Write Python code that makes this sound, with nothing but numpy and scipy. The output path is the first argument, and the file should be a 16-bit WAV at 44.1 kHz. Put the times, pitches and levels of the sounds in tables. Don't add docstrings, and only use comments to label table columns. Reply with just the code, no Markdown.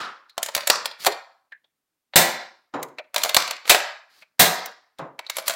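import sys
import numpy as np
from scipy import signal
from scipy.io import wavfile
from scipy.ndimage import uniform_filter1d

SR = 44100
rng = np.random.default_rng(int(sys.argv[2]) if len(sys.argv) > 2 else 0)


def unload_audio(sound):
    columns = np.transpose(np.atleast_2d(sound))
    steps = np.round(np.clip(columns, -1, 1) * 32767)
    wavfile.write(sys.argv[1], SR, steps.astype(np.int16))


N = 244755
TIME = np.arange(N) / SR

# t/s, level/dB, brightness/dB, rise/s, f/Hz
CLACKS = [(0.3795, -23.5, -0.5, 0.00068, 673), (0.4301, -22.5, 4.5, 0.0026, 6840),
          (0.462, -31, 3, 0.0024, 7160), (0.4882, -32, -3.5, 0.0055, 960), (0.5506, -20, 7.5, 0.0023, 4400),
          (0.5646, -24.5, 2.5, 0.00033, 572), (0.5777, -27, -2.5, 0.0019, 1880),
          (0.6746, -18, 3, 0.0047, 7670), (.857, -22, 2, 0.00069, 4800), (1.048, -26, 5.5, 0.00057, 1490),
          (1.0598, -25.5, 5, 0.0024, 758), (2.8297, -32, 4.5, 0.0024, 14300),
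          (3.1448, -27.5, 3.5, 0.0027, 686), (3.1619, -16.5, -0.5, 0.0012, 3900),
          (3.1808, -27.5, 5.5, .0015, 3540), (3.2363, -19, 8, 0.0032, 4800),
          (3.249, -24, -0.5, 0.0023, 640), (3.2599, -29.5, -3.5, 0.003, 731),
          (3.295, -23.5, 0.5, 0.0049, 3680), (3.346, -13, 5.5, 0.0014, 3610),
          (3.4786, -30, -0.5, .005, 3840), (3.5099, -24.5, 2.5, 0.0016, 2170),
          (3.678, -31, 1, 0.0033, 2810), (3.7471, -14.5, -4.5, 0.0016, 1870),
          (4.6594, -36, 7, 0.0016, 14830), (5.1924, -31, -2, 0.0028, 2240),
          (5.2998, -26.5, 4, 0.0039, 3900), (5.3685, -25.5, 3, 0.0012, 11000),
          (5.3854, -26.5, -3, 0.0037, 11300), (5.481, -19, 4.5, 0.0025, 14770),
          (5.4971, -23.5, -1, .0015, 7040), (5.5064, -28, -0.5, 0.00062, 3770)]
# t/s, level/dB, after-ring level/dB
LATCHES = [(0.7001, -7.5, -24.5), (3.3666, -5, -27.5)]
# t/s, level/dB, brightness/dB, rise/s, f/Hz, t60/s, after-ring level/dB
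SLAMS = [(1.067, -13, -3, 0.0044, 770, 0.048, -27.5), (3.697, -8, 0.5, 0.0032, 2470, 0.13, -19.5)]
# thud level/dB, hollow level/dB, crack level/dB, edge level/dB
CLACK_BALANCE_DB = [-32, -3, 1, -1.5]
LATCH_BALANCE_DB = [-24.5, -3, 1.5, 1.5]
SLAM_BALANCE_DB = [-21, -5.5, 1, 2]
# f/Hz, width/Hz, level/dB over the broad sound
SHELL = [(574.5, 70, 13), (693, 220, 12.5), (980, 420, 10), (1180, 40, 0), (2250, 1500, 9),
         (3530, 900, 6.5), (4225, 700, 8.5), (7580, 900, 5), (11500, 2100, 4), (15200, 900, 3.5)]
CLACK_T60_S, CLACK_ROOM_DB = 0.025, -1.5
LATCH_RISE_S, LATCH_T60_S, LATCH_ROOM_DB, LATCH_HZ = 0.00064, 0.023, -7.5, 4500
SLAM_ROOM_DB = -7


def priming():
    hits = [contact(*row, CLACK_T60_S, CLACK_BALANCE_DB, CLACK_ROOM_DB) for row in CLACKS]
    for s, level_db, _ in LATCHES:
        hits.append(contact(s, level_db, 0, LATCH_RISE_S, LATCH_HZ, LATCH_T60_S,
                            LATCH_BALANCE_DB, LATCH_ROOM_DB))
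    hits += [contact(*row, SLAM_BALANCE_DB, SLAM_ROOM_DB) for *row, _ in SLAMS]
    return blows(hits, SHELL, low_hz=170, slope=0.55, part_db=6.0, part_q=6)


# t/s, level/dB, rise/s
SHOTS = [(2.1582, -12.5, 0.00071), (4.3982, -13, 0.0063)]
# thud level/dB, hollow level/dB, crack level/dB, edge level/dB
SHOT_BALANCE_DB = [-6, -1, 2, 7]
# f/Hz, width/Hz, level/dB over the broad sound
BARREL = [(187.5, 200, 23), (408, 87, 1.7), (545, 22, 4.8), (717, 370, 17), (980, 150, 5.4),
          (1650, 310, 5.6), (1948, 66, 8.5), (2126, 100, 6.2), (2452, 660, 4.1), (3743, 1700, 11),
          (8200, 1700, 5.3), (14100, 3600, 9.7)]
SHOT_T60_S, SHOT_ROOM_DB, SHOT_HZ = 0.19, -1.2, 2086


def firing():
    hits = [contact(s, level_db, 0, rise, SHOT_HZ, SHOT_T60_S, SHOT_BALANCE_DB, SHOT_ROOM_DB)
            for s, level_db, rise in SHOTS]
    return blows(hits, BARREL, low_hz=35, slope=.25, part_db=1.5)


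# start t/s, end t/s, first level/dB, last level/dB
STROKES = [(.41, 0.662, -50, -57.5), (1.005, 1.044, -37, -36), (3.18, 3.313, -34.5, -47.5),
           (3.665, 3.69, -44, -31.5), (4.104, 4.226, -51, -48.5), (5.335, 5.398, -48, -35),
           (5.47, 5.536, -31, -44)]
# f/Hz, width/Hz, level/dB over the broad sound
SPRING = [(1200, 500, 5.1), (2100, 400, 3.4), (4440, 1300, 7.9), (6960, 220, 4.3), (11600, 470, 6.7),
          (15000, 800, 6)]
STROKE_FADE_S = 0.01
GRIP_CHANGE_S, GRIP_DB = 0.018, 0.5


def slide(grains_per_s, spread_db, smooth_db):
    is_slip = rng.random(N) < grains_per_s / SR
    slips = is_slip * rng.choice([-1, 1], N) * from_db(spread_db * rng.random(N))
    rub = rms_one(slips) + from_db(smooth_db) * rng.standard_normal(N)
    push = np.zeros(N)
    for start, end, first_db, last_db in STROKES:
        stroke = from_db(np.interp(TIME, [start, end], [first_db, last_db]))
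        time_outside = np.abs(TIME - np.clip(TIME, start, end))
        push += stroke * np.exp(-time_outside / STROKE_FADE_S)
    wander = uniform_filter1d(rng.standard_normal(N), size=int(GRIP_CHANGE_S * SR))
    grip = from_db(GRIP_DB * rms_one(wander))
    return push * grip * rms_one(band(resonate(rub, SPRING), 550, 9000, order=1))


# t/s, level/dB, brightness/dB, f/Hz, after-ring level/dB
KNOCKS = [(.2964, -48.5, 11, 4080, -48), (1.5215, -44, -2, 1730, -40), (1.644, -52, -5, 3430, -60),
          (2.1371, -35.5, -9, 3775, -46.5), (2.9855, -33, -2, 2440, -50.5), (2.9947, -44.5, -16, 594, -56),
          (3.655, -34.5, -1, 1230, -41.5), (4.224, -43.5, -5.5, 2400, -49.5), (4.987, -45, 12, 3600, -56.5),
          (5.2664, -37.5, 3, 4040, -59)]
# thud level/dB, hollow level/dB, crack level/dB, edge level/dB
KNOCK_BALANCE_DB = [-31, -9.5, 1.5, -7]
KNOCK_RISE_S, KNOCK_T60_S, KNOCK_ROOM_DB = .0025, 0.045, -5.5


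def soft_knocks():
    hits = [contact(s, level_db, bright_db, KNOCK_RISE_S, hz, KNOCK_T60_S, KNOCK_BALANCE_DB, KNOCK_ROOM_DB)
            for s, level_db, bright_db, hz, _ in KNOCKS]
    return blows(hits, SHELL, low_hz=170, slope=1.0, part_db=12.5)


# t/s, level/dB, f/Hz of the struck spot
DARTS = [(2.739, -37, 1040), (4.9937, -41.5, 640)]
# thud level/dB, hollow level/dB, crack level/dB, edge level/dB
DART_BALANCE_DB = [-9.5, 2.5, -1.5, -10.5]
# f/Hz, width/Hz, level/dB over the broad sound
LANDING = [(151.7, 40, 2.3), (273, 380, 48), (520, 90, 3.4), (674, 320, 3.4), (980, 170, 5.1),
           (1770, 350, 4), (3826, 320, 7.9), (7060, 220, 15)]
DART_RISE_S, DART_T60_S, DART_ROOM_DB = 0.0023, 0.17, 3.8


def landings():
    hits = [contact(s, level_db, 0, DART_RISE_S, hz, DART_T60_S, DART_BALANCE_DB, DART_ROOM_DB)
            for s, level_db, hz in DARTS]
    return blows(hits, LANDING, low_hz=87, slope=0.45, part_db=2)


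REGISTERS = [35, 400, 1400, 6000, 17000]
PART_LIFT_DB = 3.5


def contact(s, level_db, bright_db, rise, part_hz, t60, balance_db, room_db):
    holds_part = np.diff(np.greater(REGISTERS, part_hz).astype(int))
    tilt_db = bright_db * np.array([0, -1, 0, 1])
    levels_db = level_db + np.array(balance_db) + tilt_db + PART_LIFT_DB * holds_part
    return (s, *levels_db, rise, t60, room_db, part_hz)


RING_SHARE = [0.77, 1.875, 1, .9]


def blows(table, modes, low_hz, slope, part_db, part_q=5):
    chatter = band(resonate(rng.standard_normal(N), modes), low_hz, SR / 2, order=1)
    chatter = signal.lfilter([1], [1, -np.clip(slope, 0, .98)], chatter)
    registers = np.array([band(chatter, low, high, order=4)
                          for low, high in zip(REGISTERS, REGISTERS[1:])])
    direct, feed = np.zeros(N), np.zeros(N)
    for s, *levels_db, rise, t60, room_db, part_hz in table:
        span = slice(int((s - .02) * SR), int((s + 2 * t60) * SR))
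        age = TIME[span] - s
        own = resonate(registers[:, span], [(part_hz, part_hz / part_q, part_db)])
        swell = np.clip(1 + age / rise, 0, 1) ** 2
        decay = np.exp(-np.log(1000) * np.maximum(age, 0) / t60 / np.c_[RING_SHARE])
        envelopes = swell * decay
        energy = np.sum((own * envelopes) ** 2, axis=1) / np.sum(envelopes ** 2, axis=1)
        own /= np.sqrt(energy)[:, None]
        blow = from_db(levels_db) @ (own * envelopes)
        direct[span] += blow
        feed[span] += from_db(room_db) * blow
    return direct, feed


# f/Hz, width/Hz, level/dB re the blow or its after-ring, t60/s
LATCH_RINGS = [(1172, 480, 0.5, 0.54), (5100, 1600, 1.5, 0.39)]
SLAM_RINGS = [(453, 180, 1, 0.24), (800, 400, -9, .4)]
SHOT_RINGS = [(170, 150, -26.5, 0.22)]
DART_RINGS = [(156, 45, -0.5, 0.35), (286, 51, 4, 0.26), (953, 540, 7.5, 0.45), (1890, 900, -7, 0.45)]
KNOCK_RING_Q, KNOCK_RING_T60_S = 7.3, 0.24


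def ringing():
    knocked = np.zeros(N)
    for s, *_, hz, ring_db in KNOCKS:
        knocked += rings([(s, ring_db)], [(hz, hz / KNOCK_RING_Q, 0, KNOCK_RING_T60_S)])
    latched = rings([(s, ring_db) for s, *_, ring_db in LATCHES], LATCH_RINGS)
    slammed = rings([(s, ring_db) for s, *_, ring_db in SLAMS], SLAM_RINGS)
    return knocked + latched + slammed + rings(SHOTS, SHOT_RINGS) + rings(DARTS, DART_RINGS)


def rings(hits, modes):
    out, age = np.zeros(N + SR), TIME[:SR]
    for s, level_db, *_ in hits:
        for hz, width, db, t60 in modes:
            cluster = rms_one(band(rng.standard_normal(SR), hz - width / 2, hz + width / 2))
            envelope = np.minimum(age * width, 1) * np.exp(-np.log(1000) * age / t60)
            out[int(s * SR):][:SR] += from_db(level_db + db) * cluster * envelope
    return out[:N]


# delay t/s, level/dB
ECHOES = [(0.0104, -23), (0.019, -16.5), (.0565, -13.5)]
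# f/Hz, level/dB per Hz
ROOM_COLOUR = [(60, -11), (110, -6.5), (170, 2), (300, -3.5), (650, -1.5), (1200, 0), (2000, 2),
               (2900, -6.5), (4200, -5), (6000, -3.5), (10000, -7.5), (16000, -8.5)]


def room(feed, build_s, diffuse_db):
    echoes = sum(from_db(db) * np.interp(TIME - s, TIME, feed, left=0) for s, db in ECHOES)
    out = band(echoes, 250, 13000, order=1)
    build = from_db(diffuse_db) * (1 - np.exp(-(TIME[:SR] / build_s) ** 2))
    poses, step = np.linspace(0, TIME[-1], 9, retstep=True)
    for s in poses:
        share = np.sqrt(np.maximum(1 - np.abs(TIME - s) / step, 0))
        out += signal.oaconvolve(feed * share, build * reverberation(ROOM_COLOUR))[:N]
    return out


# f/Hz, t60/s
ROOM_T60 = [(60, 0.27), (170, 0.35), (340, 0.6), (700, 0.67), (1400, 0.9), (2000, 0.65), (4000, 0.67),
            (5500, 0.87), (7700, 0.36), (11000, 0.52), (16000, 0.34)]


def reverberation(colour):
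    age, edges = TIME[:SR], np.geomspace(45, 18000, 22)
    out = np.zeros(SR)
    for low, high in zip(edges, edges[1:]):
        hz = np.sqrt(low * high)
        t60 = np.clip(at_hz(ROOM_T60, hz), .15, 1)
        noise = band(rng.standard_normal(2 * SR), low, high)[SR:]
        tail = rms_one(noise * np.exp(-np.log(1000) * age / t60))
        out += tail * from_db(at_hz(colour, hz)) * np.sqrt(2 * (high - low)) / SR
    return out


# f/Hz, level/dB per Hz
OPENING = [(60, -32), (200, -12), (600, -8.5), (1000, -2), (1350, 3.5), (2200, -10), (4000, -9.5),
           (7000, -18), (16000, -34)]
# f/Hz, width/Hz, level/dB re the tail, t60/s
OPENING_RINGS = [(1330, 200, 8, .77), (4000, 700, 0, .4)]


def opening(level_db):
    tail = from_db(level_db) * rms_one(reverberation(OPENING))
    tail = np.pad(tail, (0, N - SR)) + rings([(0.0084, level_db)], OPENING_RINGS)
    return tail * np.minimum(TIME / .004, 1)


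def background_hiss():
    return from_db(-66.5) * rms_one(band(rng.standard_normal(N), 270, 2000, order=1))


def from_db(db):
    return 10 ** (np.asarray(db) / 20)


def rms_one(x):
    return x / np.sqrt(np.mean(x ** 2) + 1e-20)


def at_hz(points, hz):
    table = np.array(points)
    return np.interp(np.log(hz), np.log(table[:, 0]), table[:, 1])


def band(x, low_hz, high_hz, order=2):
    edges = [low_hz, min(high_hz, SR * .45)]
    return signal.sosfilt(signal.butter(order, edges, "band", fs=SR, output="sos"), x)


def resonate(x, modes):
    for hz, width, db in modes:
        b, a = signal.iirpeak(hz, hz / width * from_db(db / 2), fs=SR)
        x = x + (from_db(db) - 1) * signal.lfilter(b, a, x)
    return x


def scene():
    direct, feed = np.sum([priming(), soft_knocks(), firing(), landings()], axis=0)
    rub = slide(grains_per_s=1800, spread_db=16, smooth_db=-3)
    reflected = room(feed + from_db(-1.5) * rub, build_s=0.0056, diffuse_db=-3.0)
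    return direct + rub + ringing() + opening(level_db=-43.0) + reflected + background_hiss()


# top of band f/Hz, threshold level/dB
SUPPRESSOR = [(350, -65.5), (1400, -40.5), (3200, -42), (5500, -44.5), (9000, -40.5), (17000, -41)]


def suppress(x, ratio, depth_db):
    out, rest = np.zeros(N), x
    for top_hz, threshold_db in SUPPRESSOR:
        part = signal.sosfiltfilt(signal.butter(4, top_hz, fs=SR, output="sos"), rest)
        rest = rest - part
        power = np.abs(uniform_filter1d(part ** 2, size=900))
        level_db = 10 * np.log10(power + 1e-14)
        out += part * from_db(-np.clip(ratio * (threshold_db - level_db), 0, depth_db))
    return out


# f/Hz, width/Hz, level/dB
MICROPHONE = [(15300, 1500, 1.5)]
CUTOFF_HZ = 16000


def record(dry):
    top, lopsided = .76, 0.013
    picked_up = resonate(dry, MICROPHONE)
    clean = suppress(picked_up, ratio=0.78, depth_db=23)
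    clean = clean + from_db(-84.5) * rng.standard_normal(N)
    clipped = top * (np.tanh(clean / top + lopsided) - np.tanh(lopsided))
    return signal.sosfilt(signal.ellip(9, .2, 70, CUTOFF_HZ, fs=SR, output="sos"), clipped)


dry = scene()
out = record(dry)
unload_audio(out)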